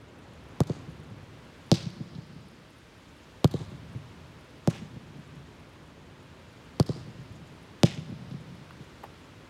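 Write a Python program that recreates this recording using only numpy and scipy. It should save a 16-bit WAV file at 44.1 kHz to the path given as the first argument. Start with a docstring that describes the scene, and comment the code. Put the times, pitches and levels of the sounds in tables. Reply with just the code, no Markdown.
"""Floodlit turf pitch at night, from a distance: a football is kicked three times against a target wall.
Each blow is a skin crack plus a shell thump; porous turf delays the lows, giving a falling chirp.
A wooded bank scatters the crack, fence and posts glint, wall and far buildings return dull echoes.
The rebounding ball bounces softly. Behind it: faint insect-like chirps, low town rumble, thin hiss."""
import sys
import numpy as np
from scipy import signal
from scipy.fft import rfft, irfft
from scipy.io import wavfile

SR = 44100
rng = np.random.default_rng(int(sys.argv[2]) if len(sys.argv) > 2 else 0)


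def wav_record(signal):
    """Record a signal, one row per channel, as 16-bit PCM in the file named by sys.argv[1]."""
    frames = np.transpose(np.atleast_2d(signal))
    bounded = np.clip(frames, -1, 1)
    # unit amplitude maps onto the largest positive 16-bit level
    quanta = np.round(bounded * 32767).astype(np.int16)
    wavfile.write(sys.argv[1], SR, quanta)


N = 418509

# boot on ball: start_s, thump_db, contact_s, crack_db, crack_hz, width_ratio, hollow_hz, ring_hz,
# air_db, slap_back_s, slap_back_db, fence_s, far_echo_db
BOOT_KICKS = [(0.6042, 27, 0.0091, 2, 5670, 0.65, 5500, 3600, 2.5, 0.092, -8.5, 0.03, -24.5),
              (3.4440, 30.5, .0090, 2.5, 4120, 1.33, 5500, 3900, 6.5, 0.0950, -11.5, .0308, -21),
              (6.7987, 28.5, .0089, 3, 4770, 1.33, 6250, 4780, -8, .0920, -10, .0275, -28)]
# ball on wall: start_s, thump_db, contact_s, crack_db, crack_hz, width_ratio, hollow_hz, wash_s, wash_db
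BOARD_HITS = [(1.716, 27, .0085, 13.5, 4450, 0.81, 7000, 0.023, 0.5),
              (4.6746, 24, 0.0084, -2.5, 4670, 1.6, 4550, 0.023, 3.5),
              (7.8333, 28.5, 0.00844, 13, 3740, 1.17, 4460, .018, -1.5)]
# rebound landing on turf: start_s, thump_db, tick_db
TURF_LANDINGS = [(2.149, -1, -18), (5.154, -5, -29), (8.310, 2.5, -18)]
# lone thuds: start_s, level_db
TURF_THUDS = [(8.093, 2), (8.213, -7), (8.8, -2)]
# light scuffs: start_s, level_db, centre_hz, width_ratio, decay_s
TURF_SCUFFS = [(8.707, -6.5, 1290, .8, 0.0022), (9.033, 4, 740, 0.99, 0.0068)]
# spectrum returned by trees and fence: freq_hz, gain_db
SCATTER_SPECTRUM = [(80, -18), (250, -25), (600, -22), (1200, -10), (2200, -4.5), (4500, -10), (8000, -9.5),
                    (15000, -28)]
# spectrum of the long reverberant roll: freq_hz, gain_db
ROLL_SPECTRUM = [(60, 2), (150, -15.5), (300, -24.5), (700, -30.5), (2000, -34), (5000, -22.5),
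                 (15000, -63)]
# insect-like chirps: centre_hz, width_ratio, rate_per_s, decay_s, level_db
INSECT_CHIRPS = [(6900, 0.12, 15, 0.0071, -31), (9940, .22, 14, 0.0023, -38)]
# night air and far town: freq_hz, relative_db
TOWN_SPECTRUM = [(15, -54), (25, -24), (48, -6), (80, 2.5), (120, -0.5), (153, 2), (195, -4.5), (249, -2),
                 (405, -7), (607, -10), (734, -14.5), (911, -12.5), (3340, -23), (9840, -41), (16000, -51)]
# rumble contour: time_s, relative_db
RUMBLE_CONTOUR = [(0.0, -56), (0.63, -53.5), (2.8, -60.5), (3.7, -57), (9.49, -56.5)]
# hiss contour, one list per lull between blows: time_s, relative_db
HISS_CONTOURS = [
    [(0.0, -66), (0.56, -63.5)],
    [(1.1, -64.5), (1.492, -63), (1.66, -62.5)],
    [(2.3, -64.5), (2.632, -64), (3.4, -62.5)],
    [(5.4, -63.5), (6.03, -64.5), (6.7, -63)],
    [(8.4, -63), (8.836, -62), (9.49, -63)],
]

HOP_S, HOP_LOSS_DB = 0.178, 7.5
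BOUNCE_ECHO_S, BOUNCE_ECHO_DB = 0.029, 2
POSTS_BEHIND_FENCE_S = 0.035
GLINT_SPACING_S, GLINT_DB, GLINT_FADE_DB_PER_S = 0.019, -23.5, 40
TOWN_DB, HISS_BOOST_DB = -51, 4
CUTOFF_HZ = 15900

# responses are spectra on HZ: product = in series, sum = in parallel
FFT_SIZE = 65536
HZ = np.maximum(np.arange(FFT_SIZE // 2 + 1) * SR / FFT_SIZE, 1e-3)
AGE_S = np.arange(FFT_SIZE) / SR


def kicks():
    """Boot on ball: thump, crack and inner-air ping, then the wall's slap-back and the far echoes."""
    out = np.zeros(N)
    for (start_s, thump_db, contact_s, crack_db, crack_hz, width, hollow_hz, ring_hz,
         air_db, slap_back_s, slap_back_db, fence_s, far_echo_db) in BOOT_KICKS:
        body = from_db(thump_db) * thump(contact_s, release=-0.42, release_hz=860, slap_hz=346,
                                         shell_modes=[(97, 0.79), (151, 0.32)], boom_db=13)
        snap = from_db(crack_db) * crack(crack_hz, width, hollow_hz, hollow_depth=0.65, hollow_width=0.22)
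        snap *= kick_skin(ring_hz, air_db)
        # skin ripples and leather drag stretch the click
        ripples = np.prod([1 - 2 * band_pass(hz, 800 / hz) for hz in (3200, 4800, 7000, 10000)], axis=0)
        friction = 0.87 * ripples + 0.5 * spray(0.00057, 0.00088) + 0.18 * spray(0.0026, 0.0087)
        ping = from_db(thump_db - 22.5) * band_pass(1196, 0.35) ** 2 * (1 + 0.77 * delay(contact_s))
        dull = from_db(slap_back_db) * high_pass(66) * low_pass(480, 0.79) * porous_turf(480, 0.46)
        bright = from_db(-12.5) * high_pass(2000) * low_pass(7000, 1.8) * spray(0.00057, 0.0011)
        slap_back = delay(slap_back_s) * (dull + bright)
        far = flutter(first_s=0.160, trip_s=0.111, db=-22.5, loss_db=2.5,
                      dull_hz=664, dulling=0.84, smear_s=0.019, count=5)
        far += building_echo(0.503, db=far_echo_db, dull_hz=293, smear_s=0.012)
        fence = glint(fence_s, db=-19, smear_s=0.0015)
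        posts = glint(fence_s + POSTS_BEHIND_FENCE_S, db=-17, smear_s=0.0047)
        space = surroundings(far, fence + posts, bank_s=0.069, bank_db=-2.5,
                             bank_rise_s=0.031, bank_decay_s=0.087, roll_db=4)
        direct = body + ping + snap * friction
        add(out, start_s, direct + (body + ping + snap) * (slap_back + space))
    return out


def wall_hits():
    """Ball on board: it knocks and buzzes; the bank is close, so its wash follows at once."""
    out = np.zeros(N)
    for start_s, thump_db, contact_s, crack_db, crack_hz, width, hollow_hz, wash_s, wash_db in BOARD_HITS:
        body = from_db(thump_db) * thump(contact_s, release=0.97, release_hz=510, slap_hz=306,
                                         shell_modes=[(128, 0.59), (165, 0.41)], boom_db=13)
        knock = 1 + 1.9 * band_pass(582, 0.19) + 0.5 * band_pass(796, 0.14) + 0.48 * band_pass(342, 0.14)
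        snap = from_db(crack_db) * crack(crack_hz, width, hollow_hz, hollow_depth=0.38, hollow_width=0.17)
        buzz = from_db(-11.5) * spray(0.00078, 0.017, grain_db=8)
        bank_foot = building_echo(0.015, db=-13.5, dull_hz=300, smear_s=0.0024)
        far = building_echo(0.139, db=-18, dull_hz=225, smear_s=0.0037)
        far += building_echo(0.283, db=-18.5, dull_hz=280, smear_s=0.0071)
        space = surroundings(bank_foot + far, row_of_posts(count=6), bank_s=wash_s, bank_db=wash_db,
                             bank_rise_s=0.00047, bank_decay_s=0.076, roll_db=4.5)
        fence = from_db(wash_db - 12) * high_pass(1600) * delay(wash_s)
        fence *= spray(0.006, 0.0071, grain_db=-5)
        late_wash = from_db(wash_db - 8.5) * band_pass(2600, 0.76) ** 2 * delay(0.05)
        late_wash *= spray(0.03, 0.042, grain_db=2)
        add(out, start_s, (body * knock + snap) * (1 + fence + space) + snap * buzz + late_wash)
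    return out


def thump(contact_s, release, release_hz, slap_hz, shell_modes, boom_db):
    """Ball flattens, springs free with a softer pulse; shell modes (centre_hz, width_ratio) boom."""
    pulses = 1 + release * delay(contact_s) * low_pass(release_hz, 2.27)
    slap = pulses * high_pass(365) * low_pass(slap_hz, 1.0) * porous_turf(515, 0.58)
    shell = np.prod([band_pass(hz, width) for hz, width in shell_modes], axis=0)
    boom = from_db(boom_db) * shell * porous_turf(100, 1.5) * delay(0.0035)
    return (slap + boom) * delay(0.0003)


def crack(hz, width, hollow_hz, hollow_depth, hollow_width):
    """Skin snaps flat: one click with a spectral hollow, top softened by the air."""
    hollow = 1 - hollow_depth * band_pass(hollow_hz, hollow_width)
    return band_pass(hz, width) ** 2 * hollow * low_pass(10300, 2.25)


def kick_skin(ring_hz, air_db):
    """Struck skin: low cut, ring, airy top."""
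    return high_pass(1870) * (1 + 0.85 * band_pass(ring_hz, 0.24) + from_db(air_db) * band_pass(12300, 0.3))


def turf_touches():
    """Landings with one weaker hop and a wall echo, lone thuds, scuffs; grass blades tick."""
    out = np.zeros(N)
    body = thump(0.015, release=0.15, release_hz=400, slap_hz=230,
                 shell_modes=[(140, 0.29), (180, 0.49)], boom_db=19)
    wall_echo = from_db(BOUNCE_ECHO_DB) * delay(BOUNCE_ECHO_S)
    for start_s, thump_db, tick_db in TURF_LANDINGS:
        for hop in range(2):
            tick = from_db(tick_db) * band_pass(3700, 0.51) ** 2 * spray(0.0013, 0.0062)
            bounce = from_db(thump_db) * body * (1 + wall_echo) + tick
            add(out, start_s + hop * HOP_S, from_db(-hop * HOP_LOSS_DB) * bounce)
    for start_s, level_db in TURF_THUDS:
        add(out, start_s, from_db(level_db) * body)
    blades = from_db(-33) * high_pass(5000)
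    for start_s, level_db, centre_hz, width, decay_s in TURF_SCUFFS:
        scuff = (band_pass(centre_hz, width) ** 2 + blades) * spray(decay_s, decay_s)
        add(out, start_s, from_db(level_db) * scuff)
    return out


def porous_turf(hz, width):
    """Path over porous turf: all-pass, lows arrive late."""
    return 1 - 2 * band_pass(hz, width)


def surroundings(echoes, glints, bank_s, bank_db, bank_rise_s, bank_decay_s, roll_db):
    """Dull echoes over turf, fence glints, bright wash off the wooded bank, long low roll."""
    bank = from_db(bank_db) * colour(SCATTER_SPECTRUM, HZ) * delay(bank_s)
    bank *= spray(bank_rise_s, bank_decay_s, grain_db=3)
    roll = from_db(roll_db) * colour(ROLL_SPECTRUM, HZ) * high_pass(169) * spray(0.0075, 0.87)
    return echoes * porous_turf(245, 1.25) + glints * high_pass(1600) + bank + roll


def building_echo(delay_s, db, dull_hz, smear_s):
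    """One dull, smeared echo off a building or the foot of the bank."""
    return from_db(db) * delay(delay_s) * low_pass(dull_hz, 1.3) * (0.75 + 0.65 * spray(0.002, smear_s))


def flutter(first_s, trip_s, db, loss_db, dull_hz, dulling, smear_s, count):
    """Sound crossing the pitch to and fro, weaker and duller each trip."""
    return sum(building_echo(first_s + trip * trip_s, db - trip * loss_db,
                             dull_hz / (trip + 1) ** dulling, smear_s) for trip in range(count))


def glint(delay_s, db, smear_s):
    """Short bright return off a post or fence."""
    return from_db(db) * delay(delay_s) * spray(smear_s, smear_s)


def row_of_posts(count):
    """Unevenly spaced posts, each farther and fainter."""
    delays_s = GLINT_SPACING_S * (np.arange(count) + rng.uniform(0.42, 1, count))
    return sum(glint(s, GLINT_DB - GLINT_FADE_DB_PER_S * s, smear_s=0.0019) for s in delays_s)


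def insects():
    """Tiny high chirps, random in time and strength."""
    out = np.zeros(N)
    for centre_hz, width, rate_per_s, decay_s, level_db in INSECT_CHIRPS:
        calls = (rng.random(N) < rate_per_s / SR) * from_db(level_db + 3.4 * rng.standard_normal(N))
        chirp = irfft(band_pass(centre_hz, width) ** 2 * spray(decay_s, decay_s))
        out += signal.fftconvolve(calls, chirp)[:N]
    return out


def town():
    """Far traffic rumble under thin hiss, each swelling slowly."""
    hz = np.maximum(np.arange(N // 2 + 1) * SR / N, 1)
    spectrum = rfft(rng.standard_normal(N)) * colour(TOWN_SPECTRUM, hz)
    whole = irfft(spectrum, N)
    rumble = irfft(spectrum / (1 + (hz / 2000) ** 2), N)
    hiss = (whole - rumble) * from_db(HISS_BOOST_DB)
    mix = rumble * swell(RUMBLE_CONTOUR, swing=0.87) + hiss * swell(np.concatenate(HISS_CONTOURS), swing=1.3)
    return from_db(TOWN_DB) * mix / np.std(whole)


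def swell(contour, swing):
    """Gain from a contour's deviation about its mean, scaled by swing."""
    db = np.interp(np.arange(N) / SR, *np.transpose(contour))
    return from_db(swing * (db - db.mean()))


def from_db(db):
    """Decibels to gain."""
    return 10 ** (np.asarray(db) / 20)


def colour(spectrum, hz):
    """Gain of a freq_hz, gain_db table at hz."""
    freq_hz, gain_db = np.transpose(spectrum)
    return from_db(np.interp(np.log(hz), np.log(freq_hz), gain_db))


def low_pass(hz, damping):
    """Mass on a spring."""
    s = 1j * HZ / hz
    return 1 / (s * s + damping * s + 1)


def band_pass(hz, width):
    """Resonance, peak gain 1; width = bandwidth / centre."""
    return width * 1j * HZ / hz * low_pass(hz, width)


def high_pass(hz):
    """Second-order bass cut."""
    return (1j * HZ / hz) ** 2 * low_pass(hz, np.sqrt(2))


def delay(delay_s):
    """Pure delay."""
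    return np.exp(-2j * np.pi * HZ * delay_s)


def spray(rise_s, decay_s, grain_db=0):
    """Dense uneven arrivals that build and decay; unit energy."""
    sizes = from_db(grain_db * np.repeat(rng.standard_normal(FFT_SIZE // 64), 64))
    envelope = (1 - np.exp(-AGE_S / rise_s)) * np.exp(-AGE_S / decay_s)
    noise = rng.standard_normal(FFT_SIZE) * sizes * envelope
    return rfft(noise / np.sqrt(np.sum(noise ** 2)))


def add(out, start_s, response):
    """Mix a response in at start_s, tail faded."""
    start = round(start_s * SR)
    fade = np.clip(2 - 2 * AGE_S / AGE_S[-1], 0, 1) ** 2
    part = (irfft(response) * fade)[:N - start]
    out[start:start + len(part)] += part


def scene():
    """Whole pitch, mono."""
    return (kicks() + wall_hits() + turf_touches() + town() + insects())[None]


def record(dry):
    """Steep top cut."""
    return signal.sosfilt(signal.ellip(10, 0.1, 80, CUTOFF_HZ, fs=SR, output="sos"), dry)


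dry = scene()
out = record(dry)
wav_record(out)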